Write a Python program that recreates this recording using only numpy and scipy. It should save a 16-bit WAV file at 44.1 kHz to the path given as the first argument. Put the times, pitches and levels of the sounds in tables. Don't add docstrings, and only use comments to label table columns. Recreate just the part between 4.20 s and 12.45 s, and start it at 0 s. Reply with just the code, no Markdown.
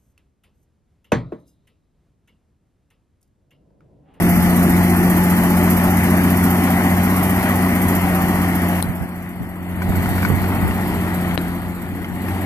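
import sys
import numpy as np
from scipy import signal
from scipy.io import wavfile
from scipy.ndimage import uniform_filter1d

SR = 44100
rng = np.random.default_rng(int(sys.argv[2]) if len(sys.argv) > 2 else 0)


def dump(signal):
    limited = np.clip(np.atleast_2d(signal).T, -1, 1)
    pcm = np.round(limited * 32767).astype(np.int16)
    wavfile.write(sys.argv[1], SR, pcm)


def gain_from_db(level_db):
    decades = np.asarray(level_db, float) / 20
    return 10 ** decades


N = 363825
TIME = np.arange(N) / SR
EDGE_HZ = 14600
HALVES = np.array([[.5], [-.5]])

# time in seconds, engine cycles per second.
SPEED_HZ = [(0, 14.774), (1.2, 14.953), (2.4, 15.002), (3.3, 15.411), (4, 14.968), (4.75, 14.846),
            (5.5, 14.998), (6.4, 15.387), (6.8, 14.984), (7.25, 14.736), (7.9, 15.026), (8.25, 15.59)]
# time in seconds, turned away 0-1, wind in dB over the roar.
TURNING = [(0, 0, -6), (1, 0.03, -16), (3, 0.12, -24), (4, 0.11, -13), (4.6, 0.2, -11.5), (5.5, 0.61, 0),
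           (6.5, 0.71, -6), (7, 0.77, -10.5), (7.6, 0.8, -4), (8.25, 1, -10)]
# frequency in Hz, left over right in dB.
TILT_DB = [(60, 4), (92, -0.5), (140, 1), (210, 1), (330, 1.0), (500, 3), (770, 2.0), (1170, -0.5),
           (1790, 5), (2740, 5), (4190, 4), (6410, -6), (9810, 19), (15000, -10)]
# frequency in Hz, lead of the left port in radians.
LEAD_RAD = [(0, 0), (1210, 1.0), (1640, 2), (1980, 1.37), (3360, 3.5), (3700, 5), (4050, 4.5), (7150, 5),
            (8180, 10), (10100, 12.5), (11300, 19), (12700, 21), (13600, 25.5), (15200, 20)]


def evened(x):
    return x / np.sqrt(np.mean(x ** 2) + 1e-20)


def read(points, hz):
    f, value = np.transpose(points)
    return np.interp(np.log(hz + 1), np.log(f + 1), value)


def column(table, k, t=TIME):
    rows = np.array(table)
    return np.interp(t, rows[:, 0], rows[:, k])


def add(mix, s, sound):
    part = mix[:, round(s * SR):][:, :sound.shape[1]]
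    part += sound[:, :part.shape[1]]


def wander(hz):
    count = int(N / SR * hz) + 3
    knots = rng.standard_normal(count) + 1j * rng.standard_normal(count)
    return np.interp(TIME * hz, np.arange(count), knots) * np.sqrt(3 / 4)


def port_noise(left, right, patchy_db):
    # frequency in Hz, likeness 0-1.
    likeness = [(60, 0.98), (1000, 0.96), (1500, 0.8), (2000, 1), (2600, 0.57), (3250, 0.74), (3600, 0.15),
                (4100, 0.99), (5000, 0.19), (7000, 0.72), (7800, .05), (10000, 0.51), (12700, 1),
                (14500, .2)]
    hz = np.fft.rfftfreq(1024, 1 / SR)[:, None]
    t = np.arange(N // 256 + 5) * 256 / SR
    a, b, c, d, patches = rng.standard_normal((len(t), 513, 5)).T
    patches = uniform_filter1d(patches, size=8, axis=0)
    patches = evened(uniform_filter1d(patches, size=12, axis=1))
    same = np.clip(read(likeness, hz), 0, 1)
    first = a + 1j * b
    second = same * first + np.sqrt(1 - same ** 2) * (c + 1j * d)
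    second = second * np.exp(-1j * np.interp(hz, *np.transpose(LEAD_RAD)))
    colours_db = np.array([left(hz, t), right(hz, t)]) + patchy_db * patches
    spectra = np.array([first, second]) * gain_from_db(colours_db) * (hz < EDGE_HZ)
    return evened(signal.istft(spectra, nperseg=1024, noverlap=768)[1][:, :N])


def tone(turns, hz, size):
    lead_rad = np.interp(hz, *np.transpose(LEAD_RAD)) * HALVES
    tilt = gain_from_db(read(TILT_DB, hz) * HALVES)
    return np.sqrt(2) * tilt * (size * np.exp(2j * np.pi * turns) * np.exp(1j * lead_rad)).real


def rung(modes):
    t = np.arange(7000) / SR
    rise = 1 - np.exp(-t / 0.000098)
    rings = (gain_from_db(db - 60 * t / t60_s) * np.sin(2 * np.pi * hz * t) for hz, db, t60_s in modes)
    return -rise * sum((-1) ** k * ring for k, ring in enumerate(rings))


def turned(facing, away):
    def shape_db(hz, t):
        share = np.clip(column(TURNING, 1, t), 0, 1)
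        return read(facing, hz) + share * (read(away, hz) - read(facing, hz))
    return shape_db


def wind_noise():
    band = signal.butter(2, [45, 170], "band", fs=SR, output="sos")
    return evened(signal.sosfilt(band, rng.standard_normal((2, N))))


def puffs():
    # time in seconds, level in dB, length in seconds, left over right in dB.
    gusts = [(4.692, -28, 0.046, -10), (4.825, -24.5, 0.027, -7), (5.212, -25.5, 0.016, -4),
             (5.232, -30, 0.018, -6), (5.699, -19, 0.019, -14), (5.785, -28, 0.02, -9),
             (5.922, -28, 0.027, -5), (6.116, -24.5, 0.048, -24), (6.452, -18.5, 0.028, 9),
             (6.503, -25, 0.018, 10), (7.143, -30, 0.03, 9), (7.93, -30, 0.019, 9)]
    size = np.zeros((2, N))
    for s, db, length_s, pan_db in gusts:
        size += gain_from_db(db + pan_db * HALVES) * np.exp(-((TIME - s) / length_s) ** 2)
    return size * wind_noise()


def housing():
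    # (Hz, level in dB, t60 in seconds).
    blows = [
        (4.6257, -29, [(9550, 4.5, 0.0026), (14400, -12, 0.0027), (5450, -10, 0.002), (3530, -8.5, 0.0031), (4000, -24, 0.043), (4200, -23, 0.024), (790, -4, 0.0059)]),
        (5.704, -4, [(70, -18, .08), (190, -19, .04)]),
        (6.101, 10, [(137.4, -18, 0.25), (430, -18.5, 0.024), (1100, -22, .008)]),
        (7.1768, -22, [(596, -1, 0.0072), (1700, -3, 0.0038), (2970, -1, 0.0033), (3900, -22, 0.044), (4100, -24, 0.04), (111, -12, 0.045), (8800, -22, .005)]),
    ]
    out = np.zeros((2, N))
    for s, right_db, modes in blows:
        add(out, s, gain_from_db([[0], [right_db]]) * rung(modes))
    return out


def plough():
    # time in seconds, peak in dB, ring in Hz, left over right in dB.
    knocks = [(5.6193, -16.5, 1520, 5), (5.722, -23, 1510, 0), (5.7533, -19, 1470, 7),
              (5.859, -15.5, 1440, 1), (5.981, -18, 1480, 10), (6.029, -12.5, 1560, 1),
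              (6.0496, -10.5, 1490, 11), (6.101, -31, 1280, 6), (6.2404, -19.5, 1490, 9),
              (6.5096, -21, 1840, 3), (6.811, -26, 1760, 3), (7.1103, -22, 2170, 3), (7.8446, -22, 2100, 2),
              (8.085, -22, 1700, 6)]
    grit_db, grit_t60_s = -18.5, 0.079
    out, t = np.zeros((2, N)), np.arange(7000) / SR
    band = signal.butter(2, [900, 7000], "band", fs=SR, output="sos")
    cracks = signal.sosfilt(band, rng.standard_normal((len(knocks), len(t))))
    for (s, db, hz, pan_db), crack in zip(knocks, cracks):
        ring = rung([(hz, db - 3, .03), (1.5 * hz, db - 8.5, .035),
                     (3.1 * hz, db - 23, .03), (0.67 * hz, db - 5, .015)])
        ring = ring + gain_from_db(db + grit_db - 60 * t / grit_t60_s) * crack
        late = np.roll(ring, 6)
        add(out, s, gain_from_db(pan_db * HALVES) * np.array([ring, late]))
    return out


def hiss(cycle):
    # frequency in Hz, level in dB per Hz.
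    facing_left = [(2500, -57), (3500, -21), (4000, -11), (4400, -21.5), (5100, -21), (6000, -10),
                   (7500, -12), (9800, -4), (10600, -8), (11000, -19), (12500, -6), (13400, -16),
                   (14300, -8.5)]
    facing_right = [(2500, -12.5), (3650, -23.5), (4300, -11.5), (5500, -10.5), (6500, -23), (7100, -12),
                    (7900, -43), (8600, -15), (9500, -16), (10500, -9.5), (11500, -2), (12200, 3),
                    (13500, 0), (14500, -20)]
    away_left = [(2500, 0), (3600, -4.5), (4300, -14), (5100, -25), (6200, -16), (7000, -11.5), (8500, -4),
                 (9300, -22), (10300, -12.5), (11500, -5), (12800, -15), (13400, -28), (14200, -17)]
    away_right = [(2500, -36), (3600, -15), (4300, -3.5), (5200, -14), (6100, -14), (7000, -24),
                  (8000, -25), (9000, -15), (10500, -10), (12000, 5), (13500, -5), (14500, -32)]
    # time in seconds, pitch in Hz, level in dB over the hiss.
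    turbo = [(0, 10120, -1), (.6, 10450, -6), (1.3, 10630, -3), (2.7, 10660, -2), (3.1, 10430, -5),
             (3.6, 9880, -2), (4, 9830, -2), (4.5, 10100, -4), (5, 10250, -5), (5.7, 10150, -6),
             (6.2, 10060, -12), (6.7, 9800, -5), (7.1, 9800, -7), (7.5, 10200, -9), (7.9, 10400, -13),
             (8.25, 10150, -8)]
    hiss_db, away_db = -14, -6
    vent_s, vent_db, vent_length_s = 5.94, 3.5, 0.23

    late = cycle - .31 - .004 * TIME
    since, number = late % 1, np.floor(late).astype(int) + 1
    strength = gain_from_db(1.8 * rng.standard_normal(number.max() + 1))[number]
    chuff = strength * (1 - np.exp(-since / .03)) * np.exp(-since / .32)

    rush = port_noise(turned(facing_left, away_left), turned(facing_right, away_right), 1.44)
    high = signal.sosfiltfilt(signal.butter(2, 6500, "high", fs=SR, output="sos"), rush)
    air = rush - high + high * evened(np.sqrt(1 + 8.5 * chuff ** 2))

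    whistle_turns = np.cumsum(column(turbo, 1)) / SR
    blades = (wander(110) * np.exp(2j * np.pi * whistle_turns)).real
    blades = gain_from_db(column(turbo, 2) - 9.3) * blades * gain_from_db([[2.5], [-8.0]])
    vent = vent_db * np.exp(-((TIME - vent_s) / vent_length_s) ** 2)
    return gain_from_db(4.5 + hiss_db + away_db * column(TURNING, 1) + vent) * (air + blades)


def gears(cycle):
    # engine order, width in Hz, level in dB over the roar, loudest at seconds.
    meshes = [(46.86, 20, -17.5, 0.55), (57.4, 10, -14.5, 0.26), (51.04, 7, -14, 2.9),
              (119.7, 12, -19.5, 0.98), (23.43, 9, -11, 1.04)]
    out = np.zeros((2, N))
    for order, width_hz, db, loudest_s in meshes:
        swell_db = -np.minimum(3.1 * abs(TIME - loudest_s), 7)
        out += tone(order * cycle, order * 15, gain_from_db(db + swell_db) * (0.53 + 0.78 * wander(width_hz)))
    return out


def roar(cycle):
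    # frequency in Hz, level in dB per Hz.
    boom_shape = [(25, -27), (45, -31), (65, 7.5), (120, -13.5), (200, -3), (260, 1), (340, -4.5),
                  (420, -12), (500, -20.5), (700, -38.5)]
    clatter_shape = [(300, -55), (500, -19.5), (700, -12.5), (850, -15.5), (1200, -18), (1600, -19.5),
                     (1950, -17), (2300, -24), (2700, -29.5), (3200, -30), (3700, -44.5), (4500, -74)]
    broadside_s, broadside_db, aside_db_per_s = 3.95, 2, 0.72

    def tilted_noise(shape, patchy_db):
        return port_noise(lambda hz, t: read(shape, hz) + read(TILT_DB, hz) / 2,
                          lambda hz, t: read(shape, hz) - read(TILT_DB, hz) / 2, patchy_db)

    boom = tilted_noise(boom_shape, 1.1)
    clatter = tilted_noise(clatter_shape, 1.4)
    throb = 1 + .06 * np.cos(2 * np.pi * 6 * cycle) + .04 * np.cos(2 * np.pi * 2 * cycle)
    surge = 1 + .1 * np.cos(2 * np.pi * (6 * cycle + .38))
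    clatter_db = -5.0 + broadside_db - aside_db_per_s * abs(TIME - broadside_s)
    return gain_from_db(-2.5) * boom * surge + gain_from_db(clatter_db) * clatter * throb


def exhaust(cycle):
    # time in seconds, firing tone in dB over the roar, octave in dB.
    ground = [(0, -7.5, 3), (1.3, -6, 2.5), (1.8, -3, 1), (3.4, -5, -0.5), (4.1, -4.5, 1), (5.6, -1, 2.5),
              (6.1, 0.5, -4.5), (6.6, -4, -2.5), (7, -5.5, 0.3), (8.25, -1, -3)]
    # engine order, level in dB over the roar.
    uneven = [(3, -33), (9, -31), (10, -18.5), (11, -32), (13, -17.5), (14, -20.5), (15, -11.5),
              (16, -11.5), (20, -26), (21, -22.5), (24, -20.5), (25, -28), (26, -29.5), (27, -28)]
    firing_flutter, octave_flutter = 0.24, 0.089
    rate_hz = column(SPEED_HZ, 1).mean()
    firing = gain_from_db(column(ground, 1)) * (1 + firing_flutter * wander(14))
    octave = gain_from_db(column(ground, 2)) * (1 + octave_flutter * wander(14))
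    third = gain_from_db(-14) * (1 + .4 * wander(3))
    out = tone(6 * cycle - .3, 6 * rate_hz, firing)
    out += tone(12 * cycle + .08, 12 * rate_hz, octave)
    out += tone(18 * cycle + .46, 18 * rate_hz, third)
    for order, db in uneven:
        size = gain_from_db(db) * (1 + .5 * wander(2.995))
        out += tone(round(order) * cycle + rng.random(), order * rate_hz, size)
    return out


def heard_db():
    # time in seconds, roar in dB before gain control.
    distance = [(0, -18.5), (3.2, -19.5), (4.5, -22), (5.8, -24), (6.2, -22.5), (7.1, -23.5), (8.25, -25)]
    # start in seconds, sudden dip in dB, deepest in dB, sinking in seconds, release at seconds.
    ducks = [
        (4.61, -4.5, -11.5, 0.28, 5.402),
        (7.17, -1.5, -6, 0.4, 7.904),
    ]
    recover_db_per_s, snap_s = 31.5, .02
    duck_db = 0
    for s, sudden_db, deep_db, sinking_s, release_s in ducks:
        recovered_s = release_s - deep_db / recover_db_per_s
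        duck_db = duck_db + np.interp(TIME, [s, s + snap_s, s + sinking_s, release_s, recovered_s],
                                      [0, sudden_db, deep_db, deep_db, 0])
    return column(distance, 1) + duck_db


def flinch():
    # click in seconds, dip in dB, lead in seconds, recovery in seconds.
    dips = [
        (4.6255, -5, 0.013, 0.012),
        (7.178, -9.5, 0.016, 0.0064),
    ]
    dip_db = sum(db * np.interp(TIME, [s - lead_s - .004, s - lead_s, s, s + back_s], [0, 1, 1, 0])
                 for s, db, lead_s, back_s in dips)
    return gain_from_db(dip_db)


def scene():
    cycle = np.cumsum(column(SPEED_HZ, 1)) / SR
    wind = gain_from_db(column(TURNING, 2) + 1.9 * wander(4.9).real) * wind_noise()
    field = wind + hiss(cycle) + gears(cycle) + roar(cycle) + exhaust(cycle)
    return flinch() * (gain_from_db(heard_db()) * field + puffs() + plough()) + housing()


def starved(x, under_db, follow):
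    # frequency in Hz, readiness in dB at first, readiness in dB at last.
    cancelling = [(3200, 7.5, -1), (3950, 6.5, 2), (4500, 1.5, -4), (5200, 1.5, 1), (6200, -.5, 4)]
    opposed_db_per_khz = 26
    hz, t, z = signal.stft(x, SR, window="cosine", nperseg=2048, noverlap=1024)
    power = uniform_filter1d((abs(z) ** 2).sum((0, 1)), size=9)
    loud_db = 10 * np.log10(power + 1e-20)
    luck_db = 3 * uniform_filter1d(rng.standard_normal((70, len(t))), size=3)
    bar_db = under_db + follow * (loud_db + 13.5) + luck_db

    def kept(part, spare_db):
        band_power = (abs(part[128:688]) ** 2).reshape(70, 8, -1).mean(1)
        band_db = 10 * np.log10(band_power + 1e-20)
        keep = np.ones(part.shape)
        keep[128:688] = np.repeat(np.clip(band_db - bar_db - spare_db, .003, 1), 8, axis=0)
        return keep

    mid = z.mean(0)
    band_hz = hz[132:688:8, None]
    ready_db = np.max([first_db + (last_db - first_db) * t * SR / N
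                       - opposed_db_per_khz * abs(band_hz - f) / 1000
                       for f, first_db, last_db in cancelling], axis=0)
    opposed = ((abs(hz - 3230) < 170) | (abs(hz - 3970) < 170))[:, None]
    z = z - mid * (1 - kept(mid, ready_db))
    z = np.array([np.where(opposed, 1, kept(port, 0)) * port for port in z])
    z = z * np.where(hz > EDGE_HZ + 500, .03, 1)[:, None]
    return signal.istft(z, SR, window="cosine", nperseg=2048, noverlap=1024)[1][:, :N]


def band_limit(x):
    return signal.sosfilt(signal.butter(12, 15600, fs=SR, output="sos"), x)


def record(dry):
    thinned = starved(dry, under_db=-70.5, follow=.92)
    return band_limit(np.clip(thinned, -.94, .94))


dry = scene()
out = record(dry)
dump(out)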